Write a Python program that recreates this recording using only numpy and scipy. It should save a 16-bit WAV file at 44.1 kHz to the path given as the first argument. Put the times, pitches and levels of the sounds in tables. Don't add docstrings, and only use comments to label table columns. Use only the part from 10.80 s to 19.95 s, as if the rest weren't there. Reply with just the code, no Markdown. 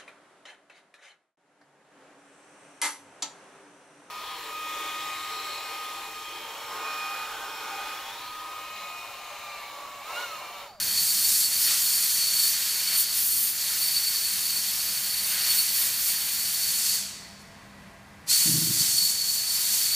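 import sys
import numpy as np
from scipy import signal
from scipy.fft import rfft, irfft
from scipy.io import wavfile
from scipy.ndimage import uniform_filter1d

SR = 44100
rng = np.random.default_rng(int(sys.argv[2]) if len(sys.argv) > 2 else 0)


def digitize_waveform(pressure):
    field = np.atleast_2d(pressure).T
    bounded = np.clip(field, -1, 1)
    quanta = np.round(bounded * 32767).astype(np.int16)
    wavfile.write(sys.argv[1], SR, quanta)


def decibels_to_gain(level_db):
    exponent = np.asarray(level_db, float) / 20
    return 10 ** exponent


N = 403498
HOP = 128
VALVE_SHUT_S, VALVE_OPEN_S = 6.15, 7.498
USUAL_FLOW_DB = -32

# time [s], level [dB].
FLOW = [(0, -34), (.12, -33.5), (.18, -30.5), (.7, -31.5), (1.0, -29.5), (1.5, -30.5), (2.0, -33.5),
        (2.7, -34), (3.05, -33), (3.7, -33.5), (4.3, -36), (4.75, -32.5), (5.42, -36), (6.13, -29),
        (7.52, -23.5), (7.92, -31), (8.02, -27), (9.15, -32)]
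# start [s], rattle length [s], level [dB], upper modes [dB].
BLOWS = [
    (7.648, 0.036, -32.5, -3),
    (7.708, 0.06, -30, -9),
    (7.796, 0.1, -35, -7),
    (7.925, .03, -44.5, -3.5),
    (7.99, .02, -39, -10.5),
    (8.074, 0.06, -50, -6),
    (8.172, 0.059, -50.5, -32),
]


def jet():
    # frequency [Hz], density [dB per Hz].
    jet_colour = [(240, -36.5), (400, -31.5), (910, -24.5), (1890, -15), (2520, -14.5), (3860, -11),
                  (4170, -9.5), (4430, -4), (4850, -8.5), (13700, -8.5), (15200, -8)]
    zones_hz = (2200, 7600, 13000)
    size = 4 * HOP
    frames, hz = N // HOP + 5, np.fft.rfftfreq(size, 1 / SR)
    body_db, roar_db, splash_db = air(np.arange(frames) * HOP / SR)

    a, b, patches, gusts = rng.standard_normal((frames, len(hz), 4)).T
    patches = evened(uniform_filter1d(uniform_filter1d(patches, size=8, axis=0), size=20, axis=1))
    flicker = evened(uniform_filter1d(uniform_filter1d(gusts, size=90, axis=0), size=3, axis=1))

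    log_hz, log_zones = np.log(hz + 1), np.log(zones_hz)
    roar = np.interp(log_hz, log_zones, [1, 0.0058, 0.013])[:, None]
    splash = np.interp(log_hz, log_zones, [0.11, 0.018, 1])[:, None]
    tilt_db = roar * (roar_db - np.median(roar_db)) + splash * (splash_db - np.median(splash_db))

    colour = decibels_to_gain(read(jet_colour, hz))
    in_body = (hz > 5000) & (hz < 8400)
    unit = np.sqrt(np.sum(colour ** 2) / np.sum(colour[in_body] ** 2))
    z = (a + 1j * b) * colour[:, None] * decibels_to_gain(0.78 * patches + 0.61 * flicker)
    plain = signal.istft(z, nperseg=size, noverlap=3 * HOP)[1]
    shaped = signal.istft(z * decibels_to_gain(body_db + tilt_db), nperseg=size, noverlap=3 * HOP)[1]
    return shaped[:N] * unit / np.std(plain)


def air(t):
    # start [s], length [s], body gain [dB], splash gain [dB].
    sweeps = [(.46, 0.19, 4, 5.5), (.79, .09, 1.5, 7), (.88, 0.094, 3, 1.5), (.2, 0.28, 1, 3),
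              (.97, .4, -0.5, 3.5), (1.57, 0.15, 2.5, 5), (2.17, .06, 6, 14.5), (2.24, 0.075, -2.5, -6),
              (2.35, 0.35, 1, 6.5), (2.71, .06, -5, -3), (2.98, 0.17, -0.5, 2.5), (4.46, .09, 0, 3),
              (4.67, 0.18, 1.5, 5), (4.94, 0.14, 1.5, 6), (5.22, 0.12, 4.5, 5), (7.54, 0.21, 0, 3),
              (7.98, .08, 1, 1.5), (8.33, 0.14, -4.5, -6.5), (8.56, 0.14, -3.5, -4), (8.9, 0.15, 2.5, 2.5)]
    # start [s], length [s], roar gain [dB].
    hollows = [(.05, 0.76, -0.5), (.86, .11, 6), (1.35, 0.69, 1.5), (2.08, 0.1, 4.5), (2.42, 0.34, -3.5),
               (4.47, .32, 4.5), (4.98, 0.12, 3), (7.5, 0.11, 3), (7.72, 0.26, -2), (8.0, 0.069, 1),
               (8.12, .6, -3.5)]
    flow_db, = curves(FLOW, t)
    excess_db = flow_db - USUAL_FLOW_DB
    body_gain, splash_gain = stretches(sweeps, t)
    roar_gain, = stretches(hollows, t)
    body_db = flow_db + body_gain - valve_loss(t, db_per_s=85, deepest_db=48)
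    roar_db = -39.3 + 0.05 * excess_db + roar_gain - valve_loss(t, db_per_s=41, deepest_db=27)
    splash_db = -32 + 0.23 * excess_db + splash_gain - valve_loss(t, db_per_s=150, deepest_db=43)
    return body_db, roar_db - body_db, splash_db - body_db


def stretches(rows, t):
    edge_s = 0.035
    s, length, *gains = np.transpose(rows)[:, :, None]
    on = (np.tanh((t - s) / edge_s) - np.tanh((t - s - length) / edge_s)) / 2
    return [np.sum(g * on, axis=0) for g in gains]


def valve_loss(t, db_per_s, deepest_db):
    opening_s, settling_s, bend = .05, .012, 2.3
    ringing_db = deepest_db * np.tanh(db_per_s * np.maximum(t - VALVE_SHUT_S, 0) / deepest_db)
    return ringing_db * np.clip((VALVE_OPEN_S + settling_s - t) / opening_s, 0, 1) ** bend


def whistle():
    # time [s], frequency [Hz].
    pitch_hz = [(0, 4450), (3, 4455), (6, 4460), (7.5, 4450), (9.15, 4465)]
    # multiple of the pitch, level against the hiss body [dB].
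    overtones = [(2, -3.5), (3, -6.5)]
    waver_hz, width_hz = 24, 80
    t = np.arange(N) / SR
    coarse = t[::HOP]
    levels = (whistle_level(coarse), *air(coarse))
    level_db, body_db, _, splash_db = (np.interp(t, coarse, c) for c in levels)
    level_db = level_db + 2.5 * drift(.012)

    scoop_hz = 300 * np.exp(-np.clip(t - VALVE_OPEN_S, 0, 1) / .011) * (t > VALVE_OPEN_S - .03)
    hz = curves(pitch_hz, t)[0] - scoop_hz + waver_hz * drift(0.02004)
    turn = np.exp(2j * np.pi * np.cumsum(hz) / SR)

    a, b = rng.standard_normal((2, N))
    pole = np.exp(-np.pi * width_hz / SR)
    turbulence = signal.lfilter([1], [1, -pole ** 3], a + 1j * b)
    ring = signal.lfilter([1], [1, -pole], turbulence) * turn
    size, phase = abs(ring) ** 0.59, np.angle(ring)

    tone = evened(size * np.cos(phase)) * decibels_to_gain(-1.87 + level_db)
    tone = tone + decibels_to_gain(-13) * hall(tone, .3)
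    upper = sum(decibels_to_gain(db) * np.cos(k * phase) for k, db in overtones) * evened(size)
    shut_db = -90 * np.clip(t - VALVE_SHUT_S, 0, 1) * (t < VALVE_OPEN_S)
    return tone + decibels_to_gain(0.66 * body_db + 0.42 * level_db + 1.3 * splash_db + shut_db) * upper


def whistle_level(t):
    # middle [s], length [s], gain [dB].
    locks = [(0.075, 0.015, 5.5), (0.197, 0.073, 3.5), (0.438, 0.054, 3), (.64, 0.035, 5), (0.785, .05, 1),
             (0.995, 0.07, -8), (1.423, 0.041, 3.5), (1.62, 0.12, 7.5), (2.14, 0.082, 8.5),
             (2.453, 0.053, -8), (2.72, 0.2, -6), (3.06, 0.074, 8), (3.17, 0.033, 11.5), (3.245, 0.044, 7),
             (3.353, 0.032, 4.5), (3.445, 0.052, 3), (3.517, 0.041, 0), (3.677, 0.099, 6), (4.396, 0.03, 2),
             (4.68, 0.053, 6), (4.802, 0.041, 9), (5.233, 0.036, -11), (5.317, 0.044, 5), (5.932, 0.13, -3),
             (7.529, 0.02, 2.5), (7.892, 0.039, 0), (8.232, 0.096, 5.5), (8.491, 0.029, 7.5),
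             (8.655, 0.032, 2), (9.13, 0.11, 8)]
    drop_db, drop_s = 8, .05
    locks_db = sum(db * np.exp(-(2 * (t - s) / length) ** 2 / 2) for s, length, db in locks)
    echo_db = valve_loss(t, db_per_s=47, deepest_db=200)
    direct_db = valve_loss(t, drop_db / drop_s, drop_db)
    flow_db, = curves(FLOW, t)
    return -33.5 + 0.82 * (flow_db - USUAL_FLOW_DB) + locks_db - (echo_db + direct_db)


def panel():
    # frequency [Hz], width [Hz], level [dB].
    low_modes = [(80, 34, -32), (127, 27, 1), (155, 27, 3.5), (201, 12, -5)]
    # frequency [Hz], width [Hz], level [dB].
    high_modes = [(244, 42, 3), (317, 33, 2.5), (394, 27, -13)]
    knocks_per_s = 700
    t = BLOWS[0][0] + np.arange(SR * 3 // 4) / SR
    knocks = rng.standard_normal(len(t)) * (rng.random(len(t)) < knocks_per_s / SR)
    steady = []
    for modes in (low_modes, high_modes):
        x = evened(sum(decibels_to_gain(db) * resonate(resonate(knocks, f, w), f, w) for f, w, db in modes))
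        steady.append(x / np.sqrt(uniform_filter1d(x ** 2, size=2600) + 0.065))
    low, high = steady
    sound = shaking(t, t60=0.12, upper=0) * low + shaking(t, t60=.25, upper=1) * high
    out, start = np.zeros(N), round(t[0] * SR)
    out[start:start + len(t)] = sound
    return out


def shaking(t, t60, upper):
    rise_s = 0.013
    s, length, db, upper_db = np.transpose(BLOWS)[:, :, None]
    fade_db = -60 * np.maximum(t - s - rise_s - length, 0) / t60
    blows = np.clip((t - s) / rise_s, 0, 1) * decibels_to_gain(db + upper * upper_db + fade_db)
    return np.sqrt(np.sum(blows ** 2, axis=0))


def leaks():
    # middle [s], level [dB], length [s].
    puffs = [
        (6.615, -57, .022),
        (7.08, -76, .02),
    ]
    t = np.arange(N) / SR
    band = signal.butter(2, (4500, 12500), "band", fs=SR, output="sos")
    hiss = evened(signal.sosfilt(band, rng.standard_normal(N)))
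    return hiss * sum(decibels_to_gain(db) * np.exp(-((t - s) / length) ** 2) for s, db, length in puffs)


def shop():
    # frequency [Hz], density [dB per Hz].
    wash_colour = [(15, -44), (28, -15), (59, -6), (120, -4.5), (197, -4), (356, -15), (700, -13),
                   (1050, -11.5), (1350, -16.5), (2000, -13.5), (2900, -22.5), (5000, -27), (10000, -32),
                   (15200, -47)]
    # frequency [Hz], level [dB].
    hum = [(199.2, -60), (672.9, -67.5), (1276, -73), (1615, -70), (1938, -66), (2035, -64), (2681, -77)]
    # time [s], gain [dB].
    hum_fade = [(0, -4.5), (2, -3), (4, -0.5), (6, 0), (6.4, 3.5), (7.4, 3), (8, 0.5), (9.15, 1.5)]
    t, hz = np.arange(N) / SR, np.fft.rfftfreq(N, 1 / SR)
    fade_db, = curves(hum_fade, t)
    colour = decibels_to_gain(read(wash_colour, hz))
    unit = np.sqrt(np.sum(colour ** 2) / np.sum(colour[(hz > 40) & (hz < 450)] ** 2))
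    wash = evened(irfft(rfft(rng.standard_normal(N)) * colour, N)) * unit
    near_db = 7 * np.exp(-(t / 0.52) ** 2)
    level_db = -52.5 + 0.65 * fade_db + near_db
    tones = 0
    for f, db in hum:
        level = decibels_to_gain(db - 3 + 2.5 * drift(.05)) * np.sqrt(2)
        tones = tones + level * np.cos(2 * np.pi * f * t + .8 * drift(.06))
    return wash * decibels_to_gain(level_db - 3.5 + .7 * drift(.08)) + tones * decibels_to_gain(fade_db)


def hall(x, t60):
    t = np.arange(SR // 2) / SR
    tail = rng.standard_normal(len(t)) * decibels_to_gain(-60 * t / t60) * np.minimum(t / 0.0011, 1)
    return signal.fftconvolve(x, tail / np.linalg.norm(tail))[:N]


def resonate(x, hz, width_hz):
    turn = np.exp(2j * np.pi * hz * np.arange(len(x)) / SR)
    r = np.exp(-np.pi * width_hz / SR)
    return 2 * (turn * signal.lfilter([1 - r], [1, -r], x / turn)).real


def evened(x):
    return x / np.sqrt(np.mean(x ** 2) + 1e-20)


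def drift(seconds):
    size = max(int(seconds * SR), 1)
    return evened(uniform_filter1d(uniform_filter1d(rng.standard_normal(N), size), size))


def read(points, hz):
    f, value = np.transpose(points)
    return np.interp(np.log(hz + 1), np.log(f + 1), value)


def curves(rows, t):
    s, *columns = np.transpose(rows)
    return [np.interp(t, s, c) for c in columns]


def scene():
    noise = jet() + shop()
    low = signal.sosfilt(signal.butter(2, (450, 2800), "band", fs=SR, output="sos"), noise)
    streaked = noise + decibels_to_gain(-9) * hall(low, .25)
    return np.tile(streaked + whistle() + leaks() + panel(), (2, 1))


def thinned(x):
    # frequency [Hz], limit [dB].
    weak_limit = [(5200, -40), (6000, -13), (9000, -10), (15000, -7.5)]
    hz, _, z = signal.stft(x, SR, nperseg=2048, noverlap=1536)
    power = abs(z) ** 2
    near = uniform_filter1d(uniform_filter1d(power, size=3, axis=0), size=2, axis=1)
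    around = uniform_filter1d(uniform_filter1d(power, size=60, axis=0), size=2, axis=1)
    hearing = decibels_to_gain(2 * (-99 + 2.5e-3 * (hz - 15000)))[:, None]
    weak = near < (around + hearing) * decibels_to_gain(2 * read(weak_limit, hz))[:, None]
    weak = uniform_filter1d(uniform_filter1d(weak * 1., size=4, axis=0), size=3, axis=1) > .05
    return signal.istft(np.where(weak, 0, z), SR, nperseg=2048, noverlap=1536)[1][:N]


def roll_off(x):
    return signal.sosfilt(signal.butter(12, 16570, fs=SR, output="sos"), x)


def record(dry):
    lowpass = signal.firwin(1023, 15300, window=("kaiser", 9), fs=SR)
    mono = signal.oaconvolve(thinned(dry[0]), lowpass, "same")
    return roll_off(np.tile(mono, (2, 1)))


dry = scene()
out = record(dry)
digitize_waveform(out)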